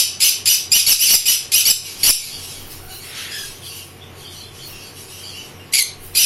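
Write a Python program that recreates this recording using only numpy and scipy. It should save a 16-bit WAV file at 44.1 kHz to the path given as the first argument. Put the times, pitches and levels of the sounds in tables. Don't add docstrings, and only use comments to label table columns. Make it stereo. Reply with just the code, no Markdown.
import sys
import numpy as np
from scipy import signal
from scipy.fft import rfft, irfft, next_fast_len
from scipy.io import wavfile
from scipy.ndimage import uniform_filter1d, minimum_filter1d, map_coordinates

SR = 44100
rng = np.random.default_rng(int(sys.argv[2]) if len(sys.argv) > 2 else 0)


def bounce(signal):
    frames = np.transpose(np.atleast_2d(signal))
    limited = np.clip(frames, -1, 1)
    pcm = np.round(limited * 32767).astype(np.int16)
    wavfile.write(sys.argv[1], SR, pcm)


def volts_from_db(level):
    exponent = np.asarray(level, float) / 20
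    return 10 ** exponent


N = 275625


def unit(x):
    return x / np.sqrt(np.mean(x ** 2) + 1e-20)


def along(points, hz):
    f, v = np.transpose(points)
    return np.interp(np.log(hz + 1), np.log(f + 1), v)


def curve(rows):
    s, value = np.transpose(rows)
    return np.interp(np.arange(N) / SR, s, value)


def swells(rows, rise, fall, rest_db=-80):
    t = np.arange(0, N / SR + .002, .002)
    s, held, db = np.transpose(rows)[..., None]
    before, after = np.clip(s - t, 0, None), np.clip(t - s - held, 0, None)
    level_db = np.max(db - rise * before - fall * after, axis=0)
    return curve(np.transpose([t, np.maximum(level_db, rest_db)]))


def wobble(size, rate):
    return map_coordinates(rng.standard_normal(int(size * rate / SR) + 4), [np.arange(size) * rate / SR])


def filtered(x, response):
    n = x.shape[-1]
    m = next_fast_len(n + 8192)
    return irfft(rfft(x, m) * response(np.fft.rfftfreq(m, 1 / SR)), m)[..., :n]


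def syrinx(hz, rasp, first_db=0):
    n = len(hz)
    jitter = (.007 + 0.076 * rasp ** 2) * wobble(n, 600)
    phase = 2 * np.pi * np.cumsum(hz * (1 + jitter)) / SR
    lines = 0
    for k in range(1, 7):
        level_db = (4.0 * rasp + 0.54 * k) * wobble(n, 380) + first_db * (k == 1)
        lines = lines + volts_from_db(level_db) * np.sin(k * phase) * (k * hz < SR / 2.2)
    lines = lines / 1.7 * (1 + .4 * np.sin(phase / 2))
    air = rng.standard_normal(n) * (1 + 1.88 * np.sin(phase)) * volts_from_db(2.47 * wobble(n, 300))
    share = np.clip(rasp, 0, 1) ** 3
    return np.sqrt(1 - share) * lines + np.sqrt(share) * air


# (frequency [Hz], gain [dB])
VOCAL_TRACT = [(900, -18), (1800, -13), (2300, -3), (3000, 1), (3800, 6.5), (5000, 4), (6100, 4.5),
               (6800, 2.5), (8500, -4), (11400, 1.5), (12600, -10), (13500, -12), (15500, -14.5)]


def throat(x, treble_db=0):
    def response(hz):
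        beam_db = treble_db / (1 + (9600 / (hz + 1)) ** 12)
        return volts_from_db(along(VOCAL_TRACT, hz) + beam_db)
    return volts_from_db(5.5) * filtered(x, response)


# (frequency [Hz], t60 [s])
WALL_T60 = [(1500, 0.37), (5000, 0.35), (10000, 0.29), (15000, 0.16)]


def room(x, wet_db, stretch, gap):
    hz, t, z = signal.stft(rng.standard_normal((2, SR // 2)), SR, nperseg=256)
    decay = volts_from_db(-60 * t / (stretch * along(WALL_T60, hz)[:, None]))
    tail = signal.istft(z * decay, SR, nperseg=256)[1]
    tail *= 1 - np.exp(-np.arange(tail.shape[1]) / SR / gap)
    tail *= volts_from_db(wet_db) / np.linalg.norm(tail[0])
    tail[:, 0] = 1
    return signal.fftconvolve(x[None], tail, axes=1)


UPPER = {"a": (0.22, 2251, 2280.5, -12, 0.85), "b": (0.21, 2459.5, 2550.5, -6.5, .5),
         "c": (0.1, 2810, 2839, -1.4, 0.29), "d": (0.29, 2930.5, 3039, 0.5, 0.53),
         "e": (0.34, 2840.5, 2419, -5.5, 0.51)}
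NEARER = {"a": (0.1, 2229.5, 2261.5, -8, 0.45), "b": (0.44, 2356, 2548, -10.5, 1.6),
          "c": (0.16, 2761, 2760, -6, 0.8), "d": (0.33, 2900, 3031, -0.6, .47),
          "e": (.19, 2880, 2340, 0.57, 0.5)}
HOARSE = {"a": (.115, 2013, 1993, -19, 0.4), "b": (0.2, 2170.5, 2289, 0.8, 0.83),
          "c": (0.36, 2288, 2144, -4, 0.8), "d": (0.1, 2199.5, 2091, -1, 0.6),
          "e": (0.25, 2080, 2073, -5, 0.4)}
# (time [s], length [s], level [dB], treble [dB], room [dB], rungs)
BIRDS = [
    (UPPER, (-4, 0.65), [(-.095, 0.097, -5.5, 3.5, 0.5, "abcde"), (.202, 0.09, -8.5, 3, -1, "abde"), (.455, 0.092, -9.5, 2.3, -1.6, "abcde"), (.716, 0.085, -7.5, 2, -1.5, "bcde"), (.991, 0.084, -10, 3.5, -2.3, "bcde"), (1.254, 0.076, -10, 3, 1.5, "bcde"), (1.517, .093, -9.5, 4.5, -1.2, "abcde"), (6.148, 0.1, -11, 4, -1.8, "abde")]),
    (NEARER, (-7.5, -0.36), [(.863, 0.065, -2.4, 2, -5, "acde"), (1.082, .071, -2.2, 2.5, -5, "acde"), (1.652, 0.06, -3.1, 3.7, -7.5, "acde")]),
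    (NEARER, (-6, -1.4), [(2.031, .074, 3, 6.5, -9.5, "abcde")]),
    (HOARSE, (4.2, -1.3), [(5.723, .1, -11.9, 0, -9.5, "abcde")]),
]


def parrots():
    lead = SR // 8
    out = np.zeros((2, N + 2 * SR))
    for ladder, (first_db, pan_db), squawks in BIRDS:
        pan = volts_from_db([[pan_db / 2], [-pan_db / 2]])
        for first, whole_s, level_db, treble_db, wet_db, rungs in squawks:
            call, s = np.zeros(SR // 5), 0
            pace = whole_s / sum(ladder[r][0] for r in rungs)
            for share, start_hz, end_hz, db, rasp in map(ladder.get, rungs):
                overlap_s = .006
                t = np.arange(round((share * pace + overlap_s) * SR)) / SR
                edge = np.clip(np.minimum(t / .003, (t[-1] - t) / .003), 0, 1)
                voice = syrinx(np.linspace(start_hz, end_hz, len(t)), rasp, first_db)
                call[200 + round(s * SR):][:len(t)] += volts_from_db(level_db + db) * edge * voice
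                s += share * pace
            heard = room(throat(call, treble_db), wet_db, stretch=0.9, gap=0.00067) * pan
            out[:, lead - 200 + round(first * SR):][:, :heard.shape[1]] += volts_from_db(-0.5) * heard
    return out[:, lead:lead + N]


def far(x):
    return unit(room(x, wet_db=7.5, stretch=0.76, gap=0.0045)[:, :N])


# (time [s], held [s], level [dB], treble over it [dB])
FLOCK = [(1.865, 0.0078, -24.5, -7.5), (1.9, .06, -31, -14), (2.01, .02, -28.5, -3.5),
         (2.22, 0.015, -21.5, -6), (2.4, 0.14, -30, -5), (2.719, 0.025, -35.5, -3), (2.91, 0.27, -36, -3),
         (3.18, 0.035, -27.5, -6.5), (3.34, 0.12, -28, -5.5), (3.658, 0.14, -33.5, -2.5),
         (4.02, 0.074, -47.5, -7.5), (4.2, 0.029, -39, -5), (4.33, 0.064, -36, -6), (4.56, .32, -37.5, -6),
         (4.985, 0.018, -34, -4), (5.11, 0.088, -34, -5.5), (5.25, 0.2, -35.5, -7.5),
         (5.55, 0.099, -48.5, -5.5), (6.04, 0.036, -42.5, 1.7)]


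def flock():
    rise, fall, murmur_db = 190, 91, -48
    db = swells([(s, held, db) for s, held, db, _ in FLOCK], rise, fall, murmur_db)
    treble_db = swells([(s, held, db + up) for s, held, db, up in FLOCK], rise, fall, murmur_db - 11.5)
    hz = np.repeat(rng.uniform(2200, 3250, N // 900 + 1), 900)[:N]
    voice = far(throat(syrinx(hz, rasp=.7)))
    body = volts_from_db(db - 2.0) * unit(filtered(voice, lambda f: f < 8000))
    return body + volts_from_db(treble_db) * unit(filtered(voice, lambda f: f >= 8000))


# (time [s], level [dB])
SCREECH = [
    (3.04, -43.5),
    (3.069, -43.5),
    (3.138, -40),
    (3.21, -33),
    (3.274, -37.5),
    (3.33, -40.5),
]
# (frequency [Hz], gain [dB])
SCREECH_COLOUR = [(900, -13), (1400, 3.5), (2200, 6.5), (3000, 3.5), (4300, 5), (5500, -23)]


def screech():
    start, end = (SCREECH[0][0] - .03, -80), (SCREECH[-1][0] + 0.46, -80)
    db = curve([start, *SCREECH, end])
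    hoarse = syrinx(700 * (1 + .12 * wobble(N, 30)), rasp=0.8)
    return volts_from_db(db + 5) * far(filtered(hoarse, lambda f: volts_from_db(along(SCREECH_COLOUR, f))))


# (time [s], length [s], pitch [Hz], level [dB])
CHIRPS = [(1.997, 0.019, 3250, -42), (2.299, 0.054, 3260, -40.5), (2.305, 0.056, 4580, -38),
          (2.512, 0.15, 3220, -51.5), (2.788, 0.17, 745, -53), (2.897, .062, 4150, -44.5),
          (2.899, 0.054, 2880, -45.5), (3.615, 0.055, 3354, -42.5), (3.626, .12, 4570, -45.5),
          (3.683, 0.14, 2940, -45.5), (4.006, .02, 3440, -43.5), (4.202, 0.1, 3264, -43.5),
          (4.239, 0.041, 4640, -45.5), (4.328, 0.17, 3290, -48), (4.342, 0.1, 4255, -45.5),
          (4.577, .056, 3250, -46.5), (4.617, 0.03, 4430, -39), (4.676, 0.16, 2744, -48.5),
          (4.779, .12, 4620, -48), (4.946, 0.069, 2875, -54.5), (5.1, .091, 2950, -50),
          (5.189, 0.13, 3120, -45.5), (5.222, 0.097, 4590, -40.5), (5.332, 0.092, 2897, -42),
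          (5.593, 0.019, 2940, -49)]


def chirps():
    out = np.zeros((2, N + SR))
    slides = .025 * rng.standard_normal(len(CHIRPS))
    for (s, length, hz, db), slide in zip(CHIRPS, slides):
        n = round(length * SR)
        octave_db = -1 - np.clip(.04 * (hz - 2750), 0, 22)
        glide = np.linspace(hz * (1 - slide), hz * (1 + slide), n)
        phase = 2 * np.pi * np.cumsum(glide * (1 + .045 * wobble(n, 300))) / SR
        note = np.sin(phase) + volts_from_db(octave_db) * np.sin(2 * phase)
        note = note * volts_from_db(db + 1.34 * wobble(n, 101.0)) * np.hanning(n) ** 0.063
        heard = room(note, wet_db=8, stretch=.65, gap=.003)
        out[:, round(s * SR):][:, :heard.shape[1]] += heard
    return out[:, :N]


# (time [s], length [s], start pitch [Hz], end pitch [Hz], level [dB])
TRILL = [
    (3.31, 0.116, 1673, 1701, -31.5),
]


def trill():
    out = np.zeros((2, N + SR))
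    for s, length, start_hz, end_hz, db in TRILL:
        t = np.arange(round(length * SR)) / SR
        glide = np.linspace(start_hz, end_hz, len(t))
        phase = 2 * np.pi * np.cumsum(glide * (1 + .032 * wobble(len(t), 200))) / SR
        harmonics_db = (-0.5, 0.5, 1.0, -7)
        tone = sum(volts_from_db(level) * np.sin(k * phase) for k, level in enumerate(harmonics_db, 1))
        throb = np.sin(np.pi * 44 * t) ** 2
        heard = room(volts_from_db(db) * tone * throb, wet_db=2, stretch=0.79, gap=0.0024)
        out[:, round(s * SR):][:, :heard.shape[1]] += heard
    return out[:, :N]


# (time [s], held [s], level [dB])
RUSTLE = [
    (2.37, .1, -58),
    (2.62, 0.14, -35),
    (2.82, 0.17, -37),
    (3.05, .03, -37),
    (3.37, .05, -54),
    (4.19, .02, -55),
    (4.34, .03, -54),
    (4.68, 0.035, -30.5),
    (5.47, .02, -53),
    (6.03, .09, -37.5),
]


def rustle():
    db = swells(RUSTLE, rise=430, fall=390)
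    hiss = filtered(rng.standard_normal((2, N)), lambda hz: 1 / (1 + (11500 / (hz + 1)) ** 8))
    return volts_from_db(db + 3.3 * wobble(N, 40)) * unit(hiss) * volts_from_db([[-2], [2.5]])


# (time [s], held [s], level [dB])
HANDLING = [
    (.85, .03, -47),
    (2.0, 0.46, -47),
    (2.62, 0.27, -39.5),
    (3.48, .12, -45.5),
    (4.45, 0.32, -52),
    (5.5, .3, -55),
    (6.08, .05, -40.5),
]


def handling():
    rumble = filtered(rng.standard_normal(N), lambda f: (f > 12) / (1 + (f / 32) ** 5))
    return volts_from_db(swells(HANDLING, rise=90, fall=110, rest_db=-57.5)) * unit(rumble)


# (frequency [Hz], width [Hz], level [dB])
HUM = [(94, 5.8, -53.5), (136, 17, -52), (379.5, 65, -52), (466, 13.6, -56), (742, 38, -59.5),
       (1108, 36, -59.5)]


def fan():
    hum = 0
    for hz, width, db in HUM:
        band = filtered(rng.standard_normal(N), lambda f: np.exp(-((f - hz) / width) ** 2))
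        hum = hum + volts_from_db(db) * unit(band)
    t = np.arange(N) / SR
    throb = 1 + 0.33 * np.cos(2 * np.pi * 4.7 * (t - 0.059))
    return hum + volts_from_db(-45.5 + 1.55 * wobble(N, 2.5)) * np.sin(2 * np.pi * 91.6 * t) * throb


# (frequency [Hz], density [dB per Hz])
AIR = [(50, -42), (80, -7.5), (280, -11.5), (470, -14.5), (960, -16), (1800, -17), (3000, -18),
       (4500, -33.5), (7000, -47), (11500, -31.5), (13000, -27), (15400, -44)]
# (frequency [Hz], left-right correlation [-1 to 1])
ALIKE = [(60, 0.94), (180, 0.97), (550, 0.66), (1650, -0.1), (4970, 1), (15000, -0.12)]


def room_air():
    def mid_side(hz):
        turn = np.arccos(np.clip(along(ALIKE, hz), -1, 1)) / 2
        return volts_from_db(along(AIR, hz)) * [np.cos(turn), np.sin(turn)]
    mid, side = filtered(rng.standard_normal((2, N)), mid_side)
    return volts_from_db(-42.5 + .8 * wobble(N, 4.81)) * unit(np.array([mid + side, mid - side]))


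# (frequency [Hz], left over right [dB])
PORTS = [(600, 1.5), (1300, 7), (5500, 3), (8100, -2.5), (11500, -10.5), (15000, 1.5)]


def scene():
    def ports(hz):
        delay_s = [[.0004], [0]]
        return volts_from_db(along(PORTS, hz) * [[.5], [-.5]]) * np.exp(-2j * np.pi * hz * delay_s)
    birds = parrots() + flock() + screech() + chirps() + trill()
    return filtered(birds, ports) + rustle() + handling() + fan() + room_air()


# (frequency [Hz], depth [dB])
GAPS = [(1400, 8), (3500, 4.8), (6500, 2.2), (9000, 2.2), (11000, 3.2), (13000, 1.8), (15500, .5)]


def gapped(x, top_db):
    hz, _, z = signal.stft(x, SR, nperseg=2048)
    power = uniform_filter1d(np.abs(z) ** 2, size=10, axis=1) + 1e-20
    level_db = uniform_filter1d(10 * np.log10(power), size=2, axis=2)
    around_db = uniform_filter1d(level_db, size=60, axis=1)
    weak = (level_db < around_db - along(GAPS, hz)[:, None]) & (hz[:, None] > 1400)
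    whole_db = 10 * np.log10(power.mean(axis=1, keepdims=True))
    faint = uniform_filter1d(level_db, size=30, axis=1) < whole_db - top_db
    weak |= faint & (hz[:, None] > 11800)
    weak = uniform_filter1d(1. * weak, size=2, axis=2) > 0
    return signal.istft(z * ~weak, SR, nperseg=2048)[1][:, :N]


def low_pass(x):
    return signal.sosfilt(signal.butter(12, 15600, fs=SR, output="sos"), x)


def record(dry):
    x = np.clip(dry, [[-3], [-3.8]], [[2.8], [2.35]])
    x = filtered(x, lambda hz: 1j * hz / (4 + 1j * hz))
    power = uniform_filter1d(np.max(x ** 2, axis=0), size=500, origin=240)
    level_db = 10 * np.log10(np.abs(power) + 1e-12)
    recover = 60 * np.arange(N) / SR
    duck_db = np.maximum.accumulate(np.clip(level_db + 5, 0, None) + recover) - recover
    x = x * volts_from_db(-uniform_filter1d(duck_db, size=200))
    needed = 1.15 / np.clip(np.abs(x), 1.15, None)
    x = x * uniform_filter1d(minimum_filter1d(needed, size=130, axis=1), size=110, axis=1)
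    mix = np.clip(gapped(x, top_db=17.0), -1, 1)
    return low_pass(mix)


dry = scene()
out = record(dry)
bounce(out)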